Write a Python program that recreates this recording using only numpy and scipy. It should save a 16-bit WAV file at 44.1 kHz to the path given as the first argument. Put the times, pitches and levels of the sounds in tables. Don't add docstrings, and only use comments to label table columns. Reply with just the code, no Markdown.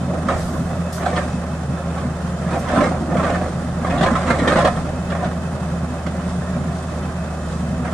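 import sys
import numpy as np
from scipy import signal
from scipy.fft import rfft, irfft, next_fast_len
from scipy.io import wavfile
from scipy.ndimage import uniform_filter1d

SR = 44100
rng = np.random.default_rng(int(sys.argv[2]) if len(sys.argv) > 2 else 0)


def wav_out(sig):
    wavfile.write(sys.argv[1], SR, np.round(np.clip(np.atleast_2d(sig).T, -1, 1) * 32767).astype(np.int16))


N = 349713
T = np.arange(N) / SR
SIZE = next_fast_len(N + SR, real=True)
HZ = np.maximum(np.arange(SIZE // 2 + 1) * SR / SIZE, 1)


def from_db(db):
    return 10 ** (np.asarray(db) / 20)


def rms_one(x):
    return x / np.sqrt(np.mean(x ** 2) + 1e-20)


def in_time(rows):
    s, *columns = np.transpose(rows)
    return [np.interp(T, s, column) for column in columns]


def gains(points):
    hz, db = np.transpose(points)
    return from_db(np.interp(np.log(HZ), np.log(hz), db))


def colour(x, points):
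    cepstrum = irfft(np.log(gains(points)), SIZE)
    cepstrum[1:SIZE // 2] *= 2
    cepstrum[SIZE // 2 + 1:] = 0
    response = np.exp(rfft(cepstrum))
    return irfft(rfft(x, SIZE) * response, SIZE)[..., :N]


def drift(rate_hz):
    r = np.exp(-80 * np.pi * rate_hz / SR)
    noise = rng.standard_normal(N // 40 + 2002)
    slow = signal.lfilter([1], [1, -2 * r, r * r], noise)[2000:]
    return np.interp(np.arange(N) / 40, np.arange(len(slow)), rms_one(slow))


def resonate(x, hz, width_hz):
    r = np.exp(-np.pi * width_hz / SR)
    zeros = np.array([1, 0, -1]) * (1 - r * r) / 2
    poles = [1, -2 * r * np.cos(2 * np.pi * hz / SR), r * r]
    return signal.lfilter(zeros, poles, x + 1e-18)


def passband(x, hz, kind):
    sos = signal.butter(2, min(hz, .45 * SR), kind, fs=SR, output="sos")
    return signal.sosfilt(sos, x + 1e-18)


def brighten(x, gain):
    dull = signal.lfilter(*signal.butter(1, 700, fs=SR), x)
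    return dull + gain * (x - dull)


def grains(per_s, spread_db):
    sizes = from_db(spread_db * np.minimum(rng.exponential(1, N), 3)) * rng.choice([-1, 1], N)
    struck = rng.random(N) < per_s / SR
    return rms_one(sizes * struck / np.sqrt(per_s))


def swell(start_s, length_s, attack_s, release_s):
    before_s = np.maximum(start_s - T, 0)
    after_s = np.maximum(T - start_s - length_s, 0)
    return np.exp(-before_s / max(attack_s, 1e-3) - after_s / max(release_s, 1e-3))


# t/s, firing rate/Hz
FIRING_RATE = [(0, 82), (0.25, 82.0), (0.5, 79.5), (0.75, 85), (1.3, 76.6), (1.55, 79), (1.9, 79.6),
               (2.4, 77), (2.9, 81), (3.08, 77.5), (3.35, 82.6), (3.6, 79.9), (4, 80.2), (4.6, 77),
               (5.2, 82), (5.9, 78), (6.55, 80.2), (7.6, 77)]
# multiple of firing rate, level/dB, waver depth
ENGINE_TONES = [(1, -29, 0.43), (2, -36, 0.62), (2.22, -37.5, 1.8), (3.099, -46, 0.71), (4, -51.5, 0.64),
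                (4.705, -44, .9), (5, -70, .5)]
HUNT_HZ, HUNT_RATE_HZ = 0.305, 2.7
WAVER_DB, WAVER_RATE_HZ = 2, 11.4


def engine_tones():
    firing_hz, = in_time(FIRING_RATE)
    turns = np.cumsum(firing_hz + HUNT_HZ * drift(HUNT_RATE_HZ)) / SR
    tones = 0
    for multiple, db, waver in ENGINE_TONES:
        phase = 2 * np.pi * (multiple * turns + rng.random()) + .5 * waver * drift(4)
        level_db = db + WAVER_DB * waver * drift(WAVER_RATE_HZ)
        tones = tones + np.sqrt(2) * np.sin(phase) * from_db(level_db)
    return tones * np.array([[1], [0]])


# t/s, relative level/dB
EXHAUST_LOAD = [(0, -23.5), (2.9, -25), (3.2, -23), (4.7, -22.5), (4.9, -25), (6.2, -25), (6.65, -21.5),
                (7.2, -25.5), (7.37, -31), (7.52, -23.5), (7.93, -22)]
# t/s, level change/dB
EXHAUST_SURGES = [(.03, 2), (.61, 8), (.8, 7), (.91, -1.5), (1.05, -9), (1.38, 5.5), (1.71, 6.5), (1.8, -4),
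                  (2.07, 9), (2.48, 6.5), (3.04, -5), (3.16, 8.5), (3.57, 2.5), (4.61, 6.5), (4.7, 3.5),
                  (5.28, 6.5), (5.75, 6.5), (6.58, 3.5), (6.83, -10)]
# f/Hz, width of one stage/Hz, relative level/dB
PIPE_MODES = [(139.4, 22.8, -8.5), (172.3, 25.4, -3.5), (240.4, 18.7, -12)]
SURGE_S = 0.027
THROB_DB, THROB_RATE_HZ = 1.47, 12.3


def exhaust():
    load_db, = in_time(EXHAUST_LOAD)
    surge_db = sum(db * np.exp(-((T - s) / SURGE_S) ** 2) for s, db in EXHAUST_SURGES)
    throb_db = load_db + surge_db + THROB_DB * drift(THROB_RATE_HZ)
    gas = rng.standard_normal((2, N))
    boom = 0
    for hz, width_hz, db in PIPE_MODES:
        boom = boom + from_db(db) * resonate(resonate(gas, hz, width_hz), hz, width_hz)
    strength = np.sqrt(uniform_filter1d(boom[0] ** 2, size=3200) + 1e-12)
    return from_db(throb_db - 2.17) * boom / strength


# f/Hz, relative spectral level/dB
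BLOCK_SPECTRUM = [(25, -10), (60, 2), (100, 1), (200, 3), (300, -5.5), (420, -5), (600, 2.5), (790, -2.5),
                  (880, -7), (1300, -7), (1900, -14.5), (2350, -24), (4200, -27.5), (9600, -27),
                  (11000, -42), (14000, -44)]


def fan_and_block():
    clatter = rng.standard_normal((2, N)) * from_db(1.0 * drift(46))
    return from_db(-30.5) * rms_one(colour(clatter, BLOCK_SPECTRUM))


# f/Hz, width/Hz, relative level/dB
WHINE_BANDS = [(2585, 28, -48), (3110, 39, -53), (3534, 64, -53), (5330, 120, -58.5), (7000, 43, -53),
               (8120, 180, -53)]
WHINE_WAVER_DB, WHINE_WAVER_RATE_HZ = 2.2, 7.1


def whines():
    flow = rng.standard_normal((2, N))
    total = 0
    for hz, width_hz, db in WHINE_BANDS:
        level_db = db - 8.5 + WHINE_WAVER_DB * drift(WHINE_WAVER_RATE_HZ)
        total = total + from_db(level_db) * rms_one(resonate(flow, hz, width_hz))
    return total


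# t/s, length/s, relative stones level/dB, relative gravel level/dB, earth level/dB
SPOIL_SLIDES = [(0.306, 0.049, -24.5, -42, -29.5), (1.01, 0.2, -27, -42.5, -51),
                (1.93, .1, -33.5, -54, -51), (2.477, 0.072, -27, -43.5, -37),
                (2.692, 0.15, -21, -42.5, -36), (3.189, 0.15, -23.5, -44, -36),
                (3.428, 0.037, -28.5, -49, -37), (3.848, 0.1, -25.5, -53, -31.5),
                (3.993, 0.22, -24, -41, -36), (4.268, .15, -24.5, -45, -34), (4.464, .19, -22, -41.5, -34),
                (4.764, .17, -33, -69, -36), (5.126, .14, -27.5, -65, -50), (6.228, 0.064, -49, -45.5, -52),
                (6.695, 0.096, -50, -44, -60), (7.427, 0.061, -55, -44.5, -43),
                (7.847, .08, -29.5, -50, -44)]
SLIDE_ATTACK_S, STONES_SETTLE_S = 0.05, .06
GRAVEL_LAG_S, GRAVEL_SETTLE_S = 0.044, 0.17
EARTH_LAG_S, EARTH_SETTLE_S = 0.05, 0.27
STRAY_STONES_DB, STRAY_GRAVEL_DB, STRAY_EARTH_DB = -37, -53, -51
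STRAY_SWING_DB, STRAY_SWING_RATE_HZ = 2.5, 4


def slides():
    stray = from_db(STRAY_SWING_DB * drift(STRAY_SWING_RATE_HZ))
    stones = from_db(STRAY_STONES_DB) * stray
    gravel = from_db(STRAY_GRAVEL_DB) * np.sqrt(stray)
    earth = from_db(STRAY_EARTH_DB)
    for s, length_s, stones_db, gravel_db, earth_db in SPOIL_SLIDES:
        rolling = swell(s, length_s, SLIDE_ATTACK_S, STONES_SETTLE_S)
        trickling = swell(s + GRAVEL_LAG_S, length_s, SLIDE_ATTACK_S, GRAVEL_SETTLE_S)
        slumping = swell(s + EARTH_LAG_S, length_s, SLIDE_ATTACK_S, EARTH_SETTLE_S)
        stones = np.hypot(stones, from_db(stones_db) * rolling)
        gravel = np.hypot(gravel, from_db(gravel_db) * trickling)
        earth = np.hypot(earth, from_db(earth_db) * slumping)
    return stones, gravel, earth


def loose_earth(flow):
    low = passband(rng.standard_normal((2, N)), 73, "low")
    return flow * rms_one(passband(low, 37, "high"))


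# f/Hz, relative spectral level/dB
GRAVEL_SPECTRUM = [(1500, -21), (3200, 11.5), (6000, 10.5), (9200, 10.5), (11000, -21), (14000, -62)]


def gravel_hiss(flow):
    return flow * from_db(-5) * rms_one(colour(grains(1800, spread_db=9.5), GRAVEL_SPECTRUM))


# t/s, level/dB, rise/s, fade/s
GRIT_SPILLS = [(.385, -43, 0.023, 0.21), (.928, -35.5, 0.0033, 0.046), (2.585, -41.5, .003, 0.026)]


def grit():
    level = sum(from_db(db) * swell(s, 0, rise_s, fade_s) for s, db, rise_s, fade_s in GRIT_SPILLS)
    sand = passband(grains(2500, spread_db=3), 4800, "high")
    return level * rms_one(passband(sand, 8100, "low"))


# t/s, length/s, relative level/dB
TOOTH_STROKES = [(.12, .023, -27.5), (0.292, .04, -27.5), (0.528, 0.019, -30), (1.055, 0.18, -30),
                 (2.524, 0.026, -28.5), (2.787, 0.041, -20.5), (2.897, 0.017, -29), (2.975, 0.028, -33.5),
                 (3.125, 0.053, -24), (3.246, .22, -28), (3.9, 0.049, -31), (4.014, 0.097, -25.5),
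                 (4.36, 0.076, -25), (4.49, 0.021, -25.5), (4.667, 0.028, -26.5), (4.81, 0.12, -33.5)]
# f/Hz, width of one stage/Hz, relative level/dB
ARM_MODES = [(233.5, 92, 2.5), (297, 89, 1), (516, 107, 0), (574, 120, -1), (728, 130, -1),
             (1100, 390, -12)]
SCRAPE_ATTACK_S, SCRAPE_RELEASE_S = 0.057, 0.057


def dragging():
    drag = 0
    for s, length_s, db in TOOTH_STROKES:
        drag = drag + from_db(db) * swell(s, length_s, SCRAPE_ATTACK_S, SCRAPE_RELEASE_S)
    slips = grains(490, spread_db=1.0)
    groan = 0
    for hz, width_hz, db in ARM_MODES:
        once = resonate(slips * drift(59), hz, width_hz)
        groan = groan + from_db(db) * resonate(once, hz, width_hz)
    return drag * from_db(0.5) * rms_one(groan)


AVERAGE_FLOW_DB, CONTACTS_PER_S = -25, 900
BARE_ROCK_DB, BARE_ROCK_POWER = -1.5, 0.35


def tumbling(flow):
    size = flow / from_db(AVERAGE_FLOW_DB)
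    contacts = grains(CONTACTS_PER_S * size ** .6, spread_db=5.0) * flow * from_db(-5.5)
    return brighten(contacts, from_db(BARE_ROCK_DB) * size ** BARE_ROCK_POWER)


# t/s, relative level/dB, relative thud level/dB, relative crack level/dB, rock pitch f/Hz, crumble time/s
ROCK_KNOCKS = [(.129, -25.5, 9, -42, 630, 0.0047), (.283, -10, -15, -18, 1150, .004),
               (.3, -15.5, -17, -25, 694, .005), (.32, -17, 3, -33, 1100, .006),
               (.343, -21, -3, -30, 1100, 0.0037), (1.058, -11, -3, -15, 720, 0.0049),
               (1.08, -19, -4, -25, 620, 0.0036), (1.16, -15, -11, -4, 1500, 0.0048),
               (1.176, -11.5, -15, -32, 690, 0.0038), (1.212, -20, -12, -31, 700, 0.0034),
               (1.77, -24.5, -17, -25, 533, .008), (1.971, -18, -16, -28, 590, 0.0093),
               (2.52, -16.5, -18, -24, 536, 0.014), (2.679, -15, -5, -13, 1100, .008),
               (2.712, -21.5, 9, -9, 1170, .0072), (2.742, -23, 1, -6, 1300, 0.0056),
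               (2.758, -12, 5, -14, 1300, .005), (2.777, -18, -2, -12, 1500, 0.0061),
               (2.804, -8.5, -4, -30, 593, 0.0053), (2.825, -16, 2, -13, 750, 0.0091),
               (2.866, -27, -6, -18, 800, .005), (2.888, -31, 12, -30, 640, 0.0065),
               (3.114, -20, -8, -28, 533, .004), (3.167, -15, -12, -28, 590, 0.003),
               (3.2, -21, -14, -30, 1200, .0054), (3.228, -15, -16, -21, 560, 0.0095),
               (3.262, -16.5, -12, -24, 1300, 0.006), (3.291, -21, 0, -26, 710, 0.0049),
               (3.331, -21, -7, -18, 1800, 0.0056), (3.356, -22, -4, -16, 1800, 0.0045),
               (3.844, -18.5, -7, -18, 701.7, 0.0028), (3.868, -16.5, -17, -21, 740, 0.0038),
               (3.897, -13.5, -23, -30, 1851, 0.0066), (3.975, -20, -6, -2.5, 690, 0.0081),
               (4.007, -10, 7, -11, 1200, 0.0044), (4.026, -6.5, 1.5, -12, 805, 0.0072),
               (4.06, -9, -4, -36, 1250, .007), (4.152, -11.5, -13, -18, 1120, 0.0059),
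               (4.268, -10.5, -20, -37, 1255, 0.01), (4.301, -5, -10, -21, 986, 0.0058),
               (4.385, -13, -4, -11, 2003, .011), (4.43, -12.5, 2, -26, 600, 0.0087),
               (4.474, -4.5, -4, -9.5, 980, 0.0059), (4.497, -10, -13, -32, 636, 0.003),
               (4.519, -10, -8, -17, 1500, 0.0075), (4.556, -6, -6, -17, 1010, 0.0077),
               (4.581, -7, -7, -25, 800, 0.0057), (4.603, -12, -11, -14, 1500, 0.0067),
               (4.647, -6, -10, -13, 670, 0.006), (4.672, -9.5, -3, -31, 755, 0.0041),
               (4.762, -22.5, -6, -14, 1200, .005), (5.1, -19.5, -14, -11, 1580, 0.0032),
               (5.118, -19.5, -14, -18, 1580, 0.0049), (5.15, -19, -12, -25, 1100, 0.0035),
               (5.228, -21, -6, -22, 695, 0.0033), (5.243, -25, -15, -3, 1500, 0.0049),
               (6.062, -20.5, -14, -13, 4970, 0.0026), (6.295, -30, -12, -5, 3490, 0.0026),
               (7.85, -22, -14, -40, 1400, .009)]
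CONTACT_DB = -20
CLACK_DB, CLACK_Q = 0, 5
THUD_HZ, THUD_WIDTH_HZ = 303, 250
CRACK_HZ, CRACK_WIDTH_HZ = 2950, 1100


def knocks():
    force = np.zeros((3, N))
    t = T[:SR // 4]
    for s, db, thud_db, crack_db, hz, crumble_s in ROCK_KNOCKS:
        age = t / max(crumble_s, 1e-3)
        fractures = rng.standard_normal(len(t)) * (rng.random(len(t)) < 3500 / SR)
        chips = fractures * age ** .7 * np.exp(-age)
        blow = chips / np.sqrt(np.sum(chips ** 2) + 1e-12)
        blow[np.argmax(age >= .5)] += from_db(CONTACT_DB)
        clack = blow + from_db(CLACK_DB) * resonate(blow, hz, hz / CLACK_Q)
        parts = np.array([clack, from_db(thud_db) * blow, from_db(crack_db) * blow])
        at = round(s * SR)
        force[:, at:at + len(t)] += from_db(db) * parts[:, :N - at]
    thud = from_db(24.0) * passband(resonate(force[1], THUD_HZ, THUD_WIDTH_HZ), 650, "low")
    crack = from_db(20.5) * passband(resonate(force[2], CRACK_HZ, CRACK_WIDTH_HZ), 3900, "low")
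    return force[0], thud + crack


# f/Hz, relative level/dB, t60/s
BUCKET_MODES = [(286, -4.5, 0.41), (538, 6.5, 0.33), (578, 2, 0.22), (744, -2, 0.19), (1040, 6.5, 0.13),
                (1241, -1.5, 0.21), (1420, -7, 0.05), (1800, 1.5, 0.046), (2130, -10, .05),
                (2530, -6, 0.16), (3390, -16, 0.048)]


def bucket(blows):
    ring = 0
    for hz, db, t60_s in BUCKET_MODES:
        width_hz = np.log(1000) / (np.pi * t60_s)
        ring = ring + from_db(db) * np.sqrt(t60_s) * resonate(blows * drift(46), hz, width_hz)
    return ring


# f/Hz, relative spectral level/dB
ROCK_SPECTRUM = [(60, -9), (230, 1), (310, -1), (410, -5.5), (540, 7.5), (640, 6.5), (750, 4), (885, -8),
                 (1020, -1.5), (1220, 0), (1520, -6.5), (1800, -5.5), (2050, -9), (2500, -16.5),
                 (2850, -21), (3450, -22.5), (4500, -28.5), (9000, -29.5), (11000, -50)]
ROCK_DB, BUCKET_DB, CRUNCH_DB = 16.5, 20, 7
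KNOCK_DB, KNOCK_BRIGHT_DB = 13, 3


def rock_on_steel(flow):
    force, crunch = knocks()
    blows = tumbling(flow) + from_db(KNOCK_DB) * brighten(force, from_db(KNOCK_BRIGHT_DB))
    rock = from_db(ROCK_DB) * colour(blows, ROCK_SPECTRUM)
    steel = from_db(BUCKET_DB) * bucket(passband(blows, 8200, "low"))
    return rock + steel + from_db(CRUNCH_DB) * crunch


def hillside(x, scatter_db, t60_s, count=12):
    t = T[:SR // 4]
    spots = np.array([drift(14.9) for _ in range(count)]) ** 3
    spots /= np.sqrt(np.sum(spots ** 2, axis=0)) + 1e-9
    spray = rng.standard_normal((count, 2, len(t))) * from_db(-60 * t / t60_s)
    spray /= np.sqrt(np.sum(spray ** 2, axis=2, keepdims=True))
    scattered = 0
    for here, echoes in zip(spots, spray):
        scattered = scattered + signal.oaconvolve((x * here)[None], echoes, axes=1)[:, :N]
    mid, side = scattered
    scatter = from_db(scatter_db)
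    return np.array([(x + scatter * mid) / np.hypot(1, scatter), side])


def digging():
    rolling, trickle, slump = slides()
    dry_bank = rock_on_steel(rolling) + gravel_hiss(trickle) + grit() + dragging()
    return hillside(dry_bank, scatter_db=3.6, t60_s=0.12) + loose_earth(slump)


# f/Hz, side gain before side_db/dB
SIDE_WIDTH = [(30, -20), (80, -10), (180, -31), (330, -7.5), (650, -16), (1300, -8), (2600, -2.5),
              (5000, -1), (14000, -4.5)]
# f/Hz, left minus right gain/dB
LEFT_LEAN = [(80, 0), (300, -1), (700, -1.5), (1250, -5.5), (2300, -0.5), (4200, 0.9), (14000, -1)]


def microphones(sound, side_db, lead_s):
    mid, side = rfft(sound, SIZE)
    side = side * gains(SIDE_WIDTH) * from_db(side_db)
    lean = np.sqrt(gains(LEFT_LEAN)) * np.exp(1j * np.pi * HZ * lead_s)
    return irfft(np.array([(mid + side) * lean, (mid - side) / lean]), SIZE)[:, :N]


def scene():
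    engine = engine_tones() + exhaust() + fan_and_block()
    machine = microphones(engine + whines(), side_db=1.0, lead_s=.000055)
    bank = microphones(digging(), side_db=0.0, lead_s=0)
    return machine + bank


CUTOFF_HZ = 14200


def record(dry):
    rounded = dry / (1 + dry ** 10) ** (1 / 10)
    return signal.sosfilt(signal.ellip(10, .2, 80, CUTOFF_HZ, fs=SR, output="sos"), rounded)


dry = scene()
out = record(dry)
wav_out(out)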